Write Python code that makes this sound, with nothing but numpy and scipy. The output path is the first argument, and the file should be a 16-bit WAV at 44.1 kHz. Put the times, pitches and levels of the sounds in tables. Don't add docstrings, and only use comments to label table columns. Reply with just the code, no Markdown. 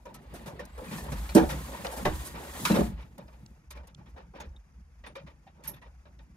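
import sys
import numpy as np
from scipy import signal
from scipy.fft import rfft, irfft, next_fast_len
from scipy.io import wavfile
from scipy.ndimage import uniform_filter1d

SR = 44100
rng = np.random.default_rng(int(sys.argv[2]) if len(sys.argv) > 2 else 0)


def log_audio(samples):
    frames = np.atleast_2d(samples).T
    limited = np.clip(frames, -1, 1)
    pcm = np.round(limited * 32767).astype(np.int16)
    wavfile.write(sys.argv[1], SR, pcm)


def undo_db(level):
    steps = np.asarray(level, float) / 20
    return 10 ** steps


N = 280476


def rms_one(x):
    return x / np.sqrt(np.mean(x ** 2) + 1e-20)


def in_time(rows):
    s, *columns = np.transpose(rows)
    return [np.interp(np.arange(N) / SR, s, c) for c in columns]


def at_hz(points, hz):
    point_hz, point_db = np.array(points)[:, 0], np.array(points)[:, 1]
    return np.interp(np.log(hz), np.log(point_hz), point_db)


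def sides(pan_db):
    return undo_db(np.array([[pan_db / 2], [-pan_db / 2]]))


def drift(rate):
    r = np.exp(-80 * np.pi * rate / SR)
    noise = rng.standard_normal(N // 40 + 2002)
    slow = signal.lfilter([1], [1, -2 * r, r * r], noise)[2000:]
    return np.interp(np.arange(N) / 40, np.arange(len(slow)), rms_one(slow))


def coloured(spectrum, flicker_db=0):
    # pitch_hz [Hz], side_minus_mid_db [dB]
    width_points = [(60, -24.5), (110, -13.5), (200, -14), (380, -6), (700, -3.5), (1290, 1), (2380, 0.5),
                    (4400, -1), (8120, 0.5), (15000, 0)]
    port_share = 0.18
    size = next_fast_len(N)
    hz = np.arange(1, size // 2 + 2) * SR / size
    inside = (hz > spectrum[0][0]) & (hz < spectrum[-1][0])
    mid, side = rfft(rng.standard_normal((2, size))) * undo_db(at_hz(spectrum, hz)) * inside
    side = np.sqrt(1 - port_share) * side + 1j * np.sqrt(port_share) * mid
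    side = side * undo_db(at_hz(width_points, hz))
    mid_level = np.sqrt(np.mean(irfft(mid, size) ** 2))
    stereo = irfft([mid + side, mid - side], size)[:, :N]
    return stereo / mid_level * undo_db(flicker_db * drift(21.4))


def resonate(x, peaks):
    out = 0
    for k, (hz, width, level_db) in enumerate(peaks):
        r = np.exp(-np.pi * width / SR)
        gain = (-1) ** k * undo_db(level_db + 1.8 * drift(18))
        rise = [(1 - r * r) / 2, 0, (r * r - 1) / 2]
        ring = [1, -2 * r * np.cos(2 * np.pi * hz / SR), r * r]
        out = out + gain * signal.lfilter(rise, ring, x)
    return out


def swells(events, rise_db_per_s, fall_db_per_s, floor_db):
    t = np.arange(0, N + 128, 128)
    s, db = np.transpose(events)[:, :, None]
    since = t / SR - s
    power = undo_db(db + np.minimum(rise_db_per_s * since, -fall_db_per_s * since)) ** 2
    return np.interp(np.arange(N), t, np.sqrt(power.sum(axis=0) + undo_db(floor_db) ** 2))


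def house():
    # pitch_hz [Hz], level_db [dB per Hz]
    rumble_tone = [(22, -39.5), (32, -12), (45, 1.5), (60, 13), (76, 4.5), (95, -21.5), (130, -30.5)]
    thud_tone = [(70, -23), (110, -3), (150, 1.5), (190, -1), (250, -9), (400, -15.5)]
    quiet_tone = [(150, -30), (250, -10), (400, -13), (460, -3), (520, -8), (1500, -15), (2500, -19),
                  (3000, -25), (4200, -29), (4800, -24), (6900, -24), (7200, -32), (12500, -33),
                  (14000, -44)]
    # start_s [s], level_db [dB]
    sways = [(0.1, -55), (0.32, -48.5), (0.49, -45), (0.67, -50), (0.8, -46), (1.03, -43), (1.17, -32.5),
             (1.43, -31.5), (1.6, -42.5), (1.74, -44), (1.93, -42.5), (2.12, -32), (2.3, -43), (2.53, -47),
             (2.83, -30.5), (3.06, -60), (3.28, -51), (3.52, -56), (3.81, -46.5), (4.14, -50),
             (4.48, -42.5), (5.01, -51), (5.35, -54.5), (5.65, -50.5), (5.93, -53.5), (6.08, -65),
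             (6.33, -56)]
    # start_s [s], level_db [dB]
    steps = [(0.15, -53), (0.34, -49.5), (0.488, -45), (0.62, -55), (0.832, -53), (0.936, -39),
             (1.126, -39), (1.34, -47), (1.55, -39), (1.8, -47), (2.05, -39), (2.13, -42.5), (2.366, -47),
             (2.635, -41), (2.88, -38), (3.2, -50), (3.44, -53.5), (3.77, -56.5), (4.0, -53.5), (4.23, -54),
             (4.44, -54), (4.78, -59), (5.09, -57), (5.25, -52.5), (5.69, -49.5), (5.9, -62), (6.1, -59),
             (6.21, -55.5), (6.3, -60.5)]
    sway_gain = swells(sways, rise_db_per_s=154, fall_db_per_s=91, floor_db=-57)
    rumble = sway_gain * coloured(rumble_tone)
    step_gain = swells(steps, rise_db_per_s=190, fall_db_per_s=102, floor_db=-66)
    thuds = step_gain * coloured(thud_tone, flicker_db=1.5)
    still_room = undo_db(-71) * coloured(quiet_tone, flicker_db=1.2)
    whine_hz, whine_db = 10150, -99
    whine = undo_db(whine_db + 3 * drift(3.7)) * np.sin(2 * np.pi * whine_hz * np.arange(N) / SR)
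    return rumble + thuds + still_room + whine


def movement():
    # start_s [s], effort_db [dB]
    effort = [(0.0, -32), (0.38, -8.5), (0.6, -14), (0.74, -14), (0.8, -8.5), (0.96, -1), (1.08, -4.5),
              (1.47, -1), (1.72, -2.5), (2.1, -2), (2.22, -0.5), (2.36, -5.5), (2.69, 4), (2.87, -3),
              (2.91, -8.5), (2.93, -12), (3.1, -30), (3.4, -30)]
    # pitch_hz [Hz], level_db [dB per Hz]
    shuffle_tone = [(130, -30.5), (220, 4.5), (251, -2), (463, -4), (583, -3.5), (642, -7), (877, -8),
                    (1300, -32), (1690, -34.5), (2860, -120)]
    rub_tone = [(470, -42.5), (800, -7.5), (1010, -3), (1490, -8.5), (1860, -7.5), (2290, -11), (5000, -20),
                (6500, -63), (11000, -120)]
    rustle_tone = [(2200, -13.5), (3400, 5.5), (5600, 2.5), (6400, 5.5), (8800, 5), (10500, 3.5),
                   (12000, 6.5), (14500, -4), (16400, 9)]
    effort_db, = in_time(effort)
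    shuffle_db = -49.5 + 0.53 * effort_db
    rub_db = -51 + 0.87 * effort_db
    rustle_db = np.maximum(-49.5 + 1.8 * effort_db, -78.5)
    shuffle = undo_db(shuffle_db) * coloured(shuffle_tone, flicker_db=3.0)
    rub = undo_db(rub_db) * coloured(rub_tone, flicker_db=-1.5)
    rustle = undo_db(rustle_db) * coloured(rustle_tone, flicker_db=0.8)
    settling = np.clip((effort[-1][0] + 0.24 - np.arange(N) / SR) / 0.15, 0, 1)
    return (shuffle + rub + rustle) * settling


def room(x):
    t60_s, wall_cut_hz = 0.29, 1100
    size = next_fast_len(N + SR)
    w = 2 * np.pi * np.arange(size // 2 + 1) / size
    dull = 1 / (1 + 1j * w * SR / (2 * np.pi * wall_cut_hz))
    lags = rng.uniform(.006, .028, (2, 6, 1)) * SR
    loop = undo_db(-60 * lags / SR / t60_s) * dull * np.exp(-1j * w * lags)
    echoes = np.sum(loop / (1 - loop), axis=1)
    return irfft(rfft(x, size) * echoes, size)[:, :N]


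def squeak():
    # start_s [s], pitch_hz [Hz], level_db [dB]
    path = [(.68, 7300, -80), (.74, 7900, -74), (.77, 8600, -69), (.785, 9400, -64), (.82, 9250, -71),
            (.855, 9200, -63), (.885, 8700, -66), (.93, 8450, -64), (.97, 8900, -66)]
    hz, level_db = in_time(path)
    wave = np.sin(2 * np.pi * np.cumsum(hz * (1 + .01 * drift(60))) / SR)
    moving = np.gradient(hz) != 0
    return undo_db(level_db - 2.5 + 4 * drift(40)) * wave * moving * sides(1.5)


def burst(s, level_db, t60, rise_s):
    t = np.maximum(np.arange(N) / SR - s, 0)
    return np.minimum(t / rise_s, 1) * undo_db(level_db - 60 * t / t60)


def tool():
    # start_s [s], level_db [dB], t60_s [s]
    tool_hits = [
        (5.672, -44, 0.1),
        (5.676, -31.5, 0.052),
        (5.681, -30, 0.028),
        (5.693, -40, 0.1),
        (5.716, -54, 0.069),
        (5.738, -67.5, 0.17),
    ]
    # pitch_hz [Hz], width_hz [Hz], level_db [dB]
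    tool_modes = [(5320, 250, -14), (5850, 200, -7), (6300, 400, -14), (10500, 350, -6), (11400, 160, 9),
                  (12400, 350, 0), (12900, 400, 0), (13400, 300, -10)]
    friction = coloured([(3000, -22.0), (5000, 9.0), (13500, 10.0), (14200, -31.5)])
    chatter = rms_one(resonate(friction, tool_modes))
    return sides(-3.5) * chatter * sum(burst(s, hit_db, t60, 0.0013) for s, hit_db, t60 in tool_hits)


def strike(hits, modes, apart_s, damped_s):
    out, t = np.zeros((2, N)), np.arange(SR // 2) / SR
    turn = rng.uniform(-0.3, 1, len(modes))
    for s, hit_db, hardness_db in hits:
        at = round(s * SR)
        luck = rng.normal(0, 1, len(modes))
        for (hz, level_db, t60), k, luck_db in zip(modes, turn, luck):
            phase = 2 * np.pi * hz * (t + k * apart_s * np.array([[1], [-1]]))
            gain_db = hit_db + level_db + hardness_db * np.log2(hz / modes[1][0]) + luck_db
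            wave = undo_db(gain_db - 60 * t / t60) * np.minimum(t / 0.0025, 1) * np.sin(phase)
            out[:, at:at + len(t)] += wave
    damping = np.clip((np.arange(N) / SR - damped_s) / 0.026, 0, 1)
    return out * undo_db(-10.5 * damping)


def knocks():
    # start_s [s], level_db [dB], hardness_db [dB per octave]
    first_hits = [(1.352, -13.5, 1), (1.357, -6.5, -7), (1.367, -11.5, 0.5), (1.386, -17, -21),
                  (1.413, -17.5, -25), (1.42, -24.5, 1.5), (1.434, -26, -5)]
    second_hits = [(2.0525, -23, 1.5), (2.058, -27.5, 2), (2.064, -26, -0.4), (2.07, -29.5, 2.9),
                   (2.078, -30, -4.5), (2.085, -34, -3), (2.10, -38, 1.7)]
    third_hits = [(2.699, -24, 3), (2.702, -20, -8.5), (2.708, -13, -10), (2.739, -25.5, -4),
                  (2.768, -25.5, 5), (2.779, -25, 4), (2.787, -17, 2.5), (2.806, -29.5, 8.5),
                  (2.811, -15, -5.5), (2.83, -25, -14)]
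    # pitch_hz [Hz], level_db [dB], t60_s [s]
    first_modes = [(177.3, -23.5, 0.42), (224, -12, 0.0528), (249.5, -2.5, 0.35), (293.7, -11.5, 0.079),
                   (325, -0.5, 0.203), (382, -15, 0.19), (457.4, -8.5, 0.2), (583.5, -4.5, 0.1),
                   (625, -20, 0.43), (745, -19, 0.42), (816, -17, 0.087), (1010, -26.5, 0.13),
                   (1138, -33.5, 0.12), (1250, -23.5, 0.087), (1670, -26, 0.12)]
    second_modes = [(67.4, -10, 0.68), (114, -1.5, 0.11), (183, -5.5, 0.092), (313.4, -10, 0.33),
                    (378.4, -7.5, 0.17), (600, 3.5, 0.018), (733, -8.5, 0.092), (1070, -43, 0.1),
                    (1106, -9.5, 0.1), (1630, -22, 0.087), (2020, -19, 0.12)]
    third_modes = [(77, -27.5, 0.56), (191.5, -0.5, 0.12), (224.4, -4, 0.15), (316.8, -8, 0.25),
                   (417.4, -5, 0.077), (567.4, -7.5, 0.069), (650, -8.5, 0.078), (713, -18, 0.39),
                   (850, -10.5, 0.035), (1160, -22, 0.042)]
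    first = sides(-4.0) * strike(first_hits, first_modes, apart_s=0.00018, damped_s=1.442)
    second = sides(-1.1) * strike(second_hits, second_modes, apart_s=0.00009, damped_s=2.25)
    third = sides(-0.72) * strike(third_hits, third_modes, apart_s=0.00024, damped_s=2.87)
    return first + second + third


def ticks():
    # start_s [s], peak_db [dB], low_hz [Hz], high_hz [Hz], left_minus_right_db [dB]
    snaps = [(0.6525, -53, 4000, 16000, 1), (1.3505, -31, 3500, 12000, -1), (1.8672, -36, 2700, 6400, 1),
             (1.869, -37, 2700, 5000, 1), (2.0582, -37, 900, 4800, 0), (2.6512, -31, 900, 12000, 0),
             (2.7181, -38, 2400, 6500, 0), (3.4615, -51.5, 2700, 7600, -3), (3.553, -70, 5500, 7600, 1),
             (3.7087, -51, 2500, 15000, 0), (3.9466, -50, 2860, 4840, -2), (3.9466, -54, 2700, 7800, -2),
             (4.182, -63, 1500, 5000, 0), (4.491, -64, 5000, 6700, -3), (4.563, -71, 3200, 9000, -2),
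             (4.722, -70, 5600, 6800, 0), (5.6378, -55, 1400, 9000, 0), (3.281, -60, 600, 5000, 0),
             (3.775, -58, 600, 5000, 0), (3.1815, -56, 600, 14000, 0), (6.055, -64, 800, 5000, 0),
             (6.19, -65, 1400, 7000, 0) ]
    white = coloured([(1000, 0.0038), (14000, 0.0078)])
    out, t = np.zeros((2, N)), np.arange(SR // 20) / SR
    shape = np.minimum(t / .001, 1) * undo_db(8 - 60 * t / .014)
    for s, peak_db, low_hz, high_hz, pan_db in snaps:
        span = slice(round(s * SR), round(s * SR) + len(t))
        band = signal.butter(5, [low_hz, high_hz], "band", fs=SR, output="sos")
        out[:, span] += sides(pan_db) * undo_db(peak_db) * signal.sosfilt(band, white[:, span] * shape)
    return out


def pings():
    # start_s [s], pitch_hz [Hz], level_db [dB], t60_s [s]
    rings = [(.056, 960, -45, 0.22), (.053, 6260, -59, 0.049), (.144, 980, -56.5, 0.13),
             (.144, 1290, -54.5, 0.15), (.594, 1000, -47.5, 0.17), (.594, 1870, -43, 0.1),
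             (.78, 509, -40, 0.28), (.88, 2410, -49.5, 0.15), (.985, 890, -40, 0.091),
             (.985, 1796, -45, 0.13), (1.292, 2390, -46, 0.16), (1.292, 4250, -45, 0.087),
             (1.85, 826, -41, 0.23), (1.85, 1930, -48, .08), (2.054, 4100, -45, .1),
             (2.054, 1834, -38, 0.2), (2.059, 912, -20, 0.044), (2.652, 1010, -27.5, 0.083),
             (2.654, 1230, -28, 0.11), (2.66, 1412, -32.5, 0.21), (2.652, 3830, -31, 0.067),
             (2.68, 4060, -34.5, 0.07), (2.696, 4080, -37, .05), (2.719, 3980, -36, 0.064),
             (2.652, 9450, -48, .08), (2.652, 10800, -42, 0.049), (2.713, 2690, -42, 0.24),
             (3.27, 5100, -73, .15), (3.772, 2330, -51.5, 0.058), (3.706, 6104, -53.5, .07),
             (4.405, 3550, -56.5, 0.088), (4.405, 6550, -52, 0.079), (4.563, 3680, -52.5, 0.04),
             (5.04, 1940, -49.5, 0.099), (5.04, 2460, -54, 0.072), (5.066, 3600, -50.5, .07),
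             (5.07, 9500, -56, 0.099), (5.156, 1930, -53, 0.059), (5.156, 3730, -54, .07),
             (5.164, 553, -45, 0.28), (5.272, 3760, -74, 0.17), (5.468, 778, -50, 0.11),
             (5.638, 9990, -73, 0.22), (5.646, 1668, -47, 0.03), (5.655, 875, -52, 0.16),
             (5.737, 3580, -58, 0.11), (5.82, 966, -54.5, 0.14), (5.82, 1915, -55, 0.14),
             (5.82, 9453, -76, 0.18), (6.191, 3700, -65, .07)]
    out, t = np.zeros((2, N + SR)), np.arange(SR // 8) / SR
    for s, hz, level_db, t60 in rings:
        wobble_s = np.arange(130) * np.clip(5 / hz, .001, .005)
        wobble = np.interp(t, wobble_s, rng.standard_normal(130))
        apart = rng.uniform(-1, 1) * min(hz / 1200, 1.0) * np.array([[1], [-1]])
        phase = 2 * np.pi * hz * t + apart + wobble
        gain = np.minimum(t / 0.00073, 1) * undo_db(level_db - 60 * t / t60 + 4.5 * wobble)
        at = round(s * SR)
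        out[:, at:at + len(t)] += gain * np.sin(phase)
    return out[:, :N]


def strokes(events, t60, heard_s, grit_heard_s, rise_s, early_s):
    t, power = np.arange(SR // 4) / SR, np.zeros((4, N + SR))
    for s, brass_db, casing_db, grit_db in events:
        at = round((s - early_s) * SR)
        sheen_db = grit_db + 0.5 + 0.43 * (grit_db - brass_db)
        dry_s = grit_heard_s * max(1.05 + .03 * (grit_db + 46), .5)
        brief = np.clip(1 + .07 * (brass_db + 47), .27, 1)
        slower_s = .0006 * np.clip(-40 - brass_db, 0, 12)
        parts = [(casing_db, .004, 1.4, 2.0 * heard_s),
                 (brass_db, .0006, 1.05, heard_s),
                 (grit_db, .0003, .9, dry_s),
                 (sheen_db, .0003, .7, .8 * dry_s)]
        for k, (level_db, late_s, lasts, open_s) in enumerate(parts):
            top_s = rise_s + late_s + slower_s * (k < 2)
            closing = 1 / (1 + (t / (top_s + brief * open_s)) ** 10)
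            fall_db = 60 * np.maximum(t - top_s, 0) / (lasts * t60)
            shape = np.minimum(t / top_s, 1) ** 0.24 * undo_db(level_db - 5.5 - fall_db) * closing
            power[k, at:at + len(t)] += shape ** 2
    return power[:, :N]


def scuffs():
    # start_s [s], brass_db [dB], casing_db [dB], grit_db [dB]
    contacts = [(0.055, -46, -40, -53), (0.1425, -47, -64, -42), (0.3395, -65.5, -43, -51),
                (0.5935, -39.5, -37.5, -44.5), (0.6535, -62, -58, -50), (0.7784, -51.5, -36, -49),
                (0.8404, -48, -66, -60), (1.038, -72, -43, -49.5), (1.1194, -37.5, -34.5, -36.5),
                (1.2906, -38.5, -41.5, -41), (1.3498, -35, -18.5, -23), (1.847, -30.5, -29, -35),
                (2.0525, -25, -20.5, -31.5), (2.62, -62, -38, -55.5), (2.6523, -19.5, -50, -19.5),
                (2.6985, -40, -22, -38), (3.18, -50.5, -41.5, -52.5), (3.278, -58.5, -51.5, -72),
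                (3.316, -67, -61, -90), (3.3285, -56, -53, -62), (3.7057, -46, -49.5, -41),
                (3.8325, -60, -54.5, -69), (3.8712, -54.5, -54.5, -50), (4.06, -56, -54.5, -66),
                (5.736, -50, -57.5, -56), (5.762, -57, -62, -63), (5.856, -58, -51, -72),
                (4.337, -58, -44, -76), (4.4015, -38.5, -39.5, -44), (5.039, -46.5, -46, -70.5),
                (5.0633, -43.5, -44.5, -49.5), (5.1545, -38.5, -40, -47.5), (5.265, -47.5, -51, -63),
                (5.273, -55, -55, -63), (5.467, -54, -56, -67), (5.8165, -50.5, -48.5, -62),
                (6.055, -56.5, -50, -80), (6.189, -57, -55.5, -68)]
    rubs = [(0.2334, -75, -65, -64), (0.355, -50, -57, -44.5), (0.4767, -44.5, -38, -42.5),
            (0.929, -39, -38.5, -40.5), (0.9844, -45.5, -59, -40), (1.1844, -48, -71, -44),
            (1.3746, -26, -15, -27), (1.508, -33, -31, -32.5), (1.7404, -42, -36.5, -52),
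            (1.9314, -48, -33.5, -39), (1.98, -47, -34, -37.5), (2.2674, -52, -70, -37),
            (2.359, -41.5, -36.5, -67), (2.715, -33, -40, -34.5), (2.7594, -29.5, -21, -31),
            (2.8, -36.5, -30.5, -37), (2.995, -49.5, -47, -65), (3.02, -54, -60, -58.5),
            (3.4064, -69.5, -69, -83), (3.769, -50.5, -43.5, -57.5), (3.993, -60.5, -52.5, -68),
            (4.103, -67, -69, -65), (4.155, -75, -54, -75.5), (4.18, -52, -44.5, -62),
            (4.368, -48.5, -44, -62), (1.0, -60, -54, -70), (1.08, -62, -39.5, -70), (1.89, -54, -38, -60),
            (2.02, -52, -50, -60), (2.42, -48, -40, -60), (2.48, -60, -49, -60), (2.55, -45, -41, -57.5),
            (5.5614, -66, -60, -86), (5.6, -71, -52.5, -83), (5.642, -60, -61, -65),
            (5.654, -46.5, -61, -44), (5.69, -53, -47, -44.5), (5.3, -74, -62, -72),
            (4.53, -74.5, -57.5, -86), (6.2344, -74, -81.5, -71)]
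    # pitch_hz [Hz], width_hz [Hz], level_db [dB]
    hollow_modes = [(188, 32, 11.5), (338, 250, 6), (577, 92, 6), (667.5, 82, 3), (903, 82, -1.5)]
    brass_modes = [(980, 130, -6.5), (1782, 27, 5.5), (1880, 49, -4), (2390, 30, 5.5), (2720, 660, -24),
                   (3730, 160, 5.5), (5400, 240, -13)]
    power = strokes(contacts, t60=0.17, heard_s=0.083, grit_heard_s=.026, rise_s=0.0045, early_s=0.001)
    power = power + strokes(rubs, t60=0.19, heard_s=0.16, grit_heard_s=.05, rise_s=0.022, early_s=0.018)
    casing, brass, grit, sheen = np.sqrt(power)
    low = coloured([(130, -21.5), (250, -10.5), (500, -4.5), (1000, -5.5), (1800, -14.5)], flicker_db=0.5)
    mid = coloured([(600, -19), (1000, 0), (2500, -1.5), (5500, -14.5), (9000, -39.5)], flicker_db=-1.5)
    low = low + undo_db(4.0) * resonate(low, hollow_modes)
    mid = mid + undo_db(3.0) * resonate(mid, brass_modes)
    high = coloured([(2500, -11.5), (4000, -1.5), (6500, -0.5), (10000, -24.0), (16400, -38.5)])
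    top = coloured([(5000, -23.5), (8000, 5.5), (12000, 6.5), (16400, -7.5)])
    scratch = undo_db(-7.0) * (grit * rms_one(high) + sheen * rms_one(top))
    return casing * rms_one(low) + brass * rms_one(mid) + scratch


def scene():
    panel = knocks()
    echo = undo_db(-17.0) * room(panel)
    background = house() + movement()
    return background + squeak() + tool() + panel + echo + ticks() + pings() + scuffs()


def noise_reducer(x, depth, keep_db):
    cells = signal.stft(x, nperseg=1024)[2]
    power = uniform_filter1d(np.abs(cells) ** 2, size=3, axis=1) + 1e-16
    around = uniform_filter1d(uniform_filter1d(power, size=25, axis=1), size=3, axis=2)
    return undo_db(keep_db) * signal.istft(cells * (power / around) ** depth, nperseg=1024)[1][:, :N]


def band_limit(x):
    return signal.sosfilt(signal.butter(12, 16830, fs=SR, output="sos"), x)


def record(dry):
    cleaned = noise_reducer(dry, depth=.18, keep_db=-.8)
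    rounded = 1.3 * np.tanh(cleaned / 1.27)
    top_cut = signal.cheby2(14, 50, 16050, fs=SR, output="sos")
    finished = signal.sosfilt(top_cut, rounded)
    return band_limit(finished)


dry = scene()
out = record(dry)
log_audio(out)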